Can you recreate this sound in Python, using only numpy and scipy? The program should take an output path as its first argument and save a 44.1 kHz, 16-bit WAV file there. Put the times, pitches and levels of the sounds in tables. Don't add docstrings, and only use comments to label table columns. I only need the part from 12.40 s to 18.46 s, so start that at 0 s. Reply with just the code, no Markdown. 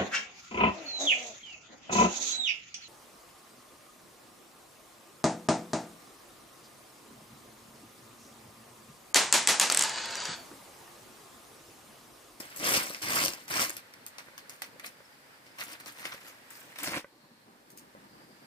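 import sys
import numpy as np
from scipy import signal
from scipy.fft import rfft, irfft, next_fast_len
from scipy.io import wavfile
from scipy.ndimage import uniform_filter1d, map_coordinates

SR = 44100
rng = np.random.default_rng(int(sys.argv[2]) if len(sys.argv) > 2 else 0)


def rack_gain(trim_db):
    fader = np.asarray(trim_db, float)
    return 10 ** (fader / 20)


def put_to_file(sound):
    columns = np.atleast_2d(sound).T
    safe = np.clip(columns, -1, 1)
    whole_steps = np.round(safe * 32767)
    wavfile.write(sys.argv[1], SR, whole_steps.astype(np.int16))


N = 267244
TIME = np.arange(N) / SR

# (time [s], stalk rasp [dB], weight on the soil [dB])
STROKES = [
    [(0.155, -73, -2), (0.163, -56, -6), (0.233, -40.5, 3), (0.247, -33.5, -2), (0.369, -29.5, -3),
     (0.391, -36, -0.5), (0.612, -56.5, -7.5)],
    [(0.615, -53, 6), (0.621, -39, -4.5), (0.665, -42, 0.5), (0.757, -31.5, -2), (0.823, -33, -2.5),
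     (0.835, -32.5, -8), (1.015, -60, 0), (1.06, -65, -16)],
    [(1.075, -61, -5), (1.111, -39, 1), (1.223, -31, -4), (1.289, -47, -4), (1.303, -47.5, 1.5),
     (1.333, -53.5, -8), (1.363, -56, 3), (1.367, -57.5, 2), (1.45, -85, 14)],
]
# (time [s], stalk rasp [dB], weight [dB])
WALL_SLIDE = [
    (4.38, -61, -3),
    (4.386, -62, -13),
    (4.424, -58, -10),
    (4.432, -50, -4.5),
    (4.476, -40.5, -2),
    (4.502, -47.5, 0),
    (4.574, -41, 3),
    (4.606, -53.5, -2),
    (4.635, -78, -24),
]
# (loudest time [s], rasp [dB], swell [s], fade [s], weight [dB])
RUSTLES = [(0, -42, .01, 0.028, -2), (0.052, -55, 0.16, 0.53, 4), (1.884, -71.5, .1, 0.12, 5),
           (2.445, -54, 0.017, 0.052, 11), (2.467, -47.5, 0.026, 0.033, -7), (3.066, -58.5, .01, .04, 5.5),
           (3.21, -42.5, 0.032, 0.058, 3.5), (3.332, -47, 0.089, 0.036, 3.5), (3.403, -52, 0.011, 0.017, 3),
           (3.478, -50, 0.052, 0.077, 2.5), (3.59, -53, 0.043, 0.29, 4), (3.652, -49.5, 0.012, 0.063, 3),
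           (3.745, -56, .07, 0.034, 0), (3.882, -54.5, 0.074, 0.07, 0.5), (4.105, -64.5, .02, .3, 7),
           (4.176, -65, 0.12, 0.086, -18), (4.32, -62.5, 0.15, 0.069, 5.5),
           (4.435, -52.5, .005, 0.049, -22), (4.408, -58.5, 0.028, 0.033, 9), (3.81, -64, .01, 0.068, 1.5),
           (1.94, -85, 0.024, .04, -2), (5.304, -69, 0.011, .035, -25), (5.374, -61.5, 0.0092, 0.061, -15)]
# (time [s], peak [dB], thickness [dB], rustle t60 [s])
SNAPS = [(0.162, -45.5, -8.5, .13), (0.618, -59, -9, 0.32), (1.0807, -41, 2, 0.073), (1.1, -53, -3, 0.52),
         (1.3675, -36.5, -0.5, 0.11), (1.5381, -45.5, 5.5, 0.069), (1.6645, -40, -4.5, 0.14),
         (1.7835, -39, 6, 0.18), (1.9793, -40, 4, 0.12), (2.0958, -39, 1, 0.27), (2.22, -31, 3, 0.15),
         (2.397, -42, 6.5, 0.056), (3.1857, -42, 5, .2), (3.4006, -47, 8, 0.092), (3.4602, -42, 3.5, 0.15),
         (3.6537, -37.5, 14, 0.062), (3.7221, -45.5, 8, 0.063), (4.1052, -57, -14, .1),
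         (4.359, -45.5, 8, 0.18), (4.3868, -37.5, 3.5, 0.18), (4.4333, -42.5, -12.5, 0.074),
         (5.303, -58, -1, .13), (5.375, -52.5, -7.5, 0.12)]
# (time [s], peak [dB], thickness [dB])
TICKS = [(0.244, -30, -6), (0.2867, -25, 6), (0.361, -18.5, 9), (0.368, -23, 9), (0.509, -32, 8),
         (0.547, -29, 11), (0.6455, -41, -2), (0.766, -34, -3), (0.838, -14, 2), (0.85, -15, -6),
         (0.8598, -14, -1.5), (0.882, -18, 4), (0.9355, -26.5, 4), (1.1114, -34, -13), (1.1968, -21, 1),
         (1.2088, -22, 5), (1.2268, -27, 7), (1.2957, -31, -14.5), (1.3045, -31, -13), (2.4621, -39, -11),
         (3.2373, -38, -13), (3.5862, -39, 8), (4.154, -43, 6), (4.2094, -59, 7), (4.4335, -42, 12),
         (4.461, -34, 9), (4.475, -34, 18), (4.5614, -42, 2)]
STROKE_MIX = [-0.5, -0.5, 2, -4.5]
WALL_SLIDE_MIX = [0.5, -1, 5, 1.5]
RUSTLE_MIX = [-1.5, 3.5, 1.5, -7.5]
SNAP_MIX = [0, 5.5, 0.5, -18.5]
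TICK_MIX = [-5, -8, -10.5, -22]
WEIGHT_SLOPES = [-0.3, -0.5, 1, 0.4]
THICKNESS_SLOPES = [0.23, -1.03, 1, 0.94]
# (frequency [Hz], density [dB per Hz])
RASP_COLOUR = [(1530, -23), (2600, -3.5), (3810, -10.5), (4290, -2.5), (4770, -0.5), (5550, 0), (6280, -4),
               (7500, -10), (9750, -6), (16500, -120)]
TIP_COLOUR = [(3820, -28), (6500, -3), (6840, -3), (7670, -1.5), (8680, -0.5), (10000, -3), (12600, -1),
              (14800, -2.5)]
SCRAPE_COLOUR = [(410, -21), (700, -6.5), (840, -9), (1070, -3.5), (1310, -2.5), (2200, -0.5), (2900, -6),
                 (4500, -11), (7700, -120)]
DRAG_COLOUR = [(18, -52), (30, -21), (103, -10), (247, -7.5), (296, 1), (377, -10), (495, -6.5), (611, -5),
               (839, -16.5), (1100, -6), (1430, -66), (2420, -120)]

# (time [s], level [dB], fade [s])
FOOTFALLS = [
    (4.73, -63.5, 0.15),
    (4.85, -61, 0.042),
    (4.904, -62.5, 0.4),
    (5.092, -61, 0.032),
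    (5.156, -64, 0.39),
    (5.346, -58, 0.11),
    (5.44, -61, 0.068),
    (5.546, -56.5, 1),
    (5.8, -73, 0.18),
    (6.05, -65, .2),
]
# (frequency [Hz], density [dB per Hz])
SOIL_COLOUR = [(35, -51), (60, -10), (86, -33), (114, -11), (280, -5), (505, -15), (559, -16),
               (1200, -14.5), (1560, -46), (2640, -120)]
# (time [s], level [dB])
BAMBOO_TAPS = [
    (1.885, -48),
    (1.936, -52),
    (2.605, -50.5),
    (3.465, -48),
    (3.745, -43.5),
    (4.645, -41.5),
    (5.5502, -45),
]
# (frequency [Hz], level [dB], t60 [s])
HANDLE_MODES = [(571, 2, 0.027), (1130, 0, 0.012), (1510, -3, 0.1), (1970, -3.5, 0.024)]

# (time [s], lead [ms])
LEFT_LEAD = [
    (0, .26),
    (1.3, .24),
    (2.2, .2),
    (3.5, .2),
    (4.3, .13),
    (4.7, .12),
    (5.2, .45),
    (6.06, .45),
]
# (frequency [Hz], t60 [s])
HUT_DECAY = [(200, 0.051), (2000, 0.18), (12000, 0.055)]

# (time [s], level [dB])
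HUSH_LEVEL = [
    (0, 3),
    (3, 0),
    (3.6, 0),
    (4.45, 3),
    (4.63, -8),
    (5.15, -6.5),
    (5.62, -2.5),
    (6.06, -2),
]
# (frequency [Hz], density [dB per Hz])
LEAF_COLOUR = [(350, -14.5), (600, -7), (732, -8.5), (951, -2.5), (1010, -6), (1720, -0.5), (4000, -16),
               (5200, -17), (8800, -120)]
AIR_COLOUR = [(1650, -11), (2800, -9), (3450, -8.5), (5210, -7.5), (6510, -12), (8540, -9.5), (9280, -12.5),
              (11400, -11.5), (14800, -15)]
HUM_COLOUR = [(15, -48.5), (25, -61), (112, -6), (176, -9.5), (248, -3.5), (366, -9), (389, -10), (525, -5),
              (730, -11.5), (900, -10.5), (1170, -19), (1980, -120)]
# (frequency [Hz], correlation [1])
COHERENCE = [(60, 0.23), (180, 0.93), (550, 0.43), (1650, -0.18), (4970, 0.033), (15000, -0.0)]

# (centre [Hz], width [Hz])
WING_MODES = [
    (4250, 650),
    (4800, 260),
]
# (start [s], end [s], level [dB])
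SONG_BOUTS = [
    [(0, 2.4, -74), (2.4, 2.3, -65.5), (4.7, 5.1, -71), (5.1, 6.6, -78)],
    [(2.3, 3.2, -75), (5.65, 6.1, -70.5)],
]
# (time [s], start [Hz], end [Hz], length [s], level [dB])
BIRD_CHIPS = [
    (2.648, 5280, 5380, 0.017, -65),
    (2.713, 5430, 4630, .022, -67),
    (2.833, 4670, 5200, .02, -78),
    (3.108, 5150, 5000, .02, -69),
]
# (frequency [Hz], left minus right [dB])
BODY_SHADOW = [(60, 4), (120, 0.5), (240, 1.5), (480, -0.5), (950, -0.5), (1890, -3.5), (3770, 3.5),
               (7520, 1.5), (15000, 0.5)]


def unit(x):
    return x / np.sqrt(np.mean(x ** 2) + 1e-20)


def along(points, hz):
    f, v = np.transpose(points)
    return np.interp(np.log(hz + 1), np.log(f + 1), v)


def curves(rows):
    s, *columns = np.transpose(rows)
    return [np.interp(TIME, s, column, -120, -120) for column in columns]


def wobble(rate):
    knots = rng.standard_normal(int(N * 2000 / SR) + 4)
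    return map_coordinates(knots, [TIME * min(rate, 2000)])


def swell(s, db, rise, fall):
    before = (s - TIME) / max(rise, .002)
    after = (TIME - s) / max(fall, .002)
    return db - 20 * np.where(TIME < s, before, after)


def filtered(x, response):
    m = next_fast_len(N + 8192)
    return irfft(rfft(x, m) * response(np.fft.rfftfreq(m, 1 / SR)), m)[..., :N]


def coloured(x, spectrum):
    grid_hz = np.linspace(0, SR / 2, num=2000)
    norm = np.sqrt(np.mean(rack_gain(along(spectrum, grid_hz)) ** 2))
    return filtered(x, lambda hz: rack_gain(along(spectrum, hz)) / norm)


def patchy(x, depth_db):
    z = signal.stft(x, nperseg=256)[2]
    field = rng.standard_normal(z.shape[1:])
    field = uniform_filter1d(field, size=5, axis=0)
    field = uniform_filter1d(field, size=7, axis=1)
    return signal.istft(z * rack_gain(depth_db * unit(field)), nperseg=256)[1][:, :N]


def crackle(spread_db, clump_db, burst_ms):
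    force = np.minimum(rng.exponential(size=N), 4)
    size = rack_gain(spread_db * force + clump_db * wobble(60))
    size *= rng.random(N) < .06
    burst = rack_gain(-60 * np.arange(400) / SR / (burst_ms / 1000))
    return unit(signal.fftconvolve(size, burst)[:N] * rng.standard_normal((3, N)))


def band_levels(base_db, slopes, amount_db):
    return np.c_[base_db] + np.c_[slopes] * amount_db


def rubbing():
    envelope = np.zeros((4, N))
    for rows, mix in [(rows, STROKE_MIX) for rows in STROKES] + [(WALL_SLIDE, WALL_SLIDE_MIX)]:
        rasp_db, weight_db = curves(rows)
        level_db = rasp_db + band_levels(mix, WEIGHT_SLOPES, weight_db)
        envelope += rack_gain(level_db) * (rasp_db > -119)
    for s, db, rise, fall, weight_db in RUSTLES:
        envelope += rack_gain(swell(s, db, rise, fall)) * rack_gain(band_levels(RUSTLE_MIX, WEIGHT_SLOPES, weight_db))
    return envelope


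def breaking():
    crack, rustle = np.zeros((2, 4, N + SR))
    t = TIME[:SR // 2]
    snap = rack_gain([[-1], [1], [-6], [-13]] - 60 * t / [[.009], [.009], [.022], [.045]])
    for s, db, thick_db, t60 in SNAPS:
        start = round(s * SR)
        gain = rack_gain(db + band_levels(SNAP_MIX, THICKNESS_SLOPES, thick_db))
        crack[:, start:start + len(t)] += gain * snap
        rustle[:, start:start + len(t)] += gain * rack_gain(-13 - 60 * t / t60)
    for s, db, thick_db in TICKS:
        start = round(s * SR)
        gain = rack_gain(db + band_levels(TICK_MIX, THICKNESS_SLOPES, thick_db))
        crack[:, start:start + len(t)] += gain * snap
    return crack[:, :N], rustle[:, :N]


def broom():
    stroke = rubbing()
    crack, rustle = breaking()
    bands = [(RASP_COLOUR, 3.2), (TIP_COLOUR, 3.4), (SCRAPE_COLOUR, 2.4), (DRAG_COLOUR, 2)]
    out = np.zeros((3, N))
    for k, (colour, spread_db) in enumerate(bands):
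        grit = crackle(spread_db, clump_db=1.6, burst_ms=6.5)
        break_noise = np.sign(rng.standard_normal((3, N)))
        out += coloured(grit * (stroke[k] + rustle[k]) + crack[k] * break_noise, colour)
    return out


def boots():
    tread = sum(rack_gain(swell(s, db, rise=0.062, fall=fall)) for s, db, fall in FOOTFALLS)
    out = coloured(tread * rack_gain(2.5 * wobble(35)) * rng.standard_normal((3, N)), SOIL_COLOUR)
    for s, db in BAMBOO_TAPS:
        t = np.maximum(TIME - s, 0)
        for hz, mode_db, t60 in HANDLE_MODES:
            out += rack_gain(db + mode_db - 60 * t / min(t60, .03)) * np.sin(2 * np.pi * hz * t)
    return out


def spaced(shared, left, right):
    lead = curves(LEFT_LEAD)[0] * SR / 2000
    pair = [map_coordinates(shared, [np.arange(N) + side * lead]) for side in (1, -1)]
    own = lambda hz: along([(300, .02), (1000, .3), (2500, .65), (12000, .8)], hz)
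    common = filtered(np.array(pair), lambda hz: np.sqrt(1 - own(hz) ** 2))
    return common + filtered(np.array([left, right]), own)


def hut(x):
    hz, t, (first, second) = signal.stft(rng.standard_normal((2, SR // 3)), SR, nperseg=256)
    alike = 1 / (1 + (hz[:, None] / 700) ** 2)
    z = np.array([first, np.sqrt(alike) * first + np.sqrt(1 - alike) * second])
    decay = rack_gain(-60 * t / along(HUT_DECAY, hz)[:, None])
    tail = signal.istft(z * decay, SR, nperseg=256)[1]
    tail = tail / np.linalg.norm(tail[0])
    delayed = np.pad(x, (200, 0))[None]
    return signal.fftconvolve(delayed, tail, axes=1)[:, :N]


def diffuse(spectrum):
    turn = lambda hz: np.arccos(np.clip(along(COHERENCE, hz), -1, 1)) / 2
    noise = coloured(rng.standard_normal((2, N)), spectrum)
    mid, side = filtered(noise, lambda hz: [np.cos(turn(hz)), np.sin(turn(hz))])
    return np.array([mid + side, mid - side])


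def forest():
    hush_db, = curves(HUSH_LEVEL)
    stir_db = 1.2 * wobble(17)
    leaves = rack_gain(-59.5 + 0.97 * hush_db + 0.39 * wobble(14.0) + stir_db) * diffuse(LEAF_COLOUR)
    air = rack_gain(-62 + .65 * hush_db + 0.06 * wobble(1.2)) * diffuse(AIR_COLOUR)
    hum = rack_gain(-63.0 + 0.56 * hush_db + 1.1 * wobble(9.8)) * patchy(diffuse(HUM_COLOUR), depth_db=1.5)
    return leaves + air + hum


def crickets():
    out = 0
    for (centre, width), bouts in zip(WING_MODES, SONG_BOUTS):
        gate = sum(rack_gain(db) * (TIME >= s) * (TIME < end) for s, end, db in bouts)
        level = uniform_filter1d(gate, size=SR // 15)
        noise = rng.standard_normal((2, N))
        song = unit(filtered(noise, lambda hz: 1 / (1 + (2 * (hz - centre) / width) ** 2)))
        out = out + level * rack_gain(2.4 * wobble(26)) * song
    return out


def bird():
    out = np.zeros(N)
    for s, start_hz, end_hz, length, db in BIRD_CHIPS:
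        u = np.clip((TIME - s) / length, 0, 1)
        phase = 2 * np.pi * np.cumsum(start_hz + (end_hz - start_hz) * u) / SR
        out += rack_gain(db + 4.5 + 4 * wobble(210)) * np.sin(np.pi * u) * np.sin(phase)
    return out * rack_gain([[1.5], [-1.5]])


def scene():
    near = patchy(broom(), depth_db=1.9) + boots()
    walls = rack_gain(-12) * hut(near[0])
    return spaced(*near) + walls + forest() + crickets() + bird()


def roll_off(x):
    return signal.sosfilt(signal.butter(12, 16690, fs=SR, output="sos"), x)


def record(dry):
    band = lambda hz: 1 / (1 + (hz / 15480) ** 200) * hz ** 2 / (hz ** 2 + 35 ** 2)
    shadow = lambda hz: rack_gain(along(BODY_SHADOW, hz) * [[.5], [-.5]])
    shaded = filtered(dry, lambda hz: band(hz) * shadow(hz))
    return roll_off(shaded)


dry = scene()
out = record(dry)
put_to_file(out)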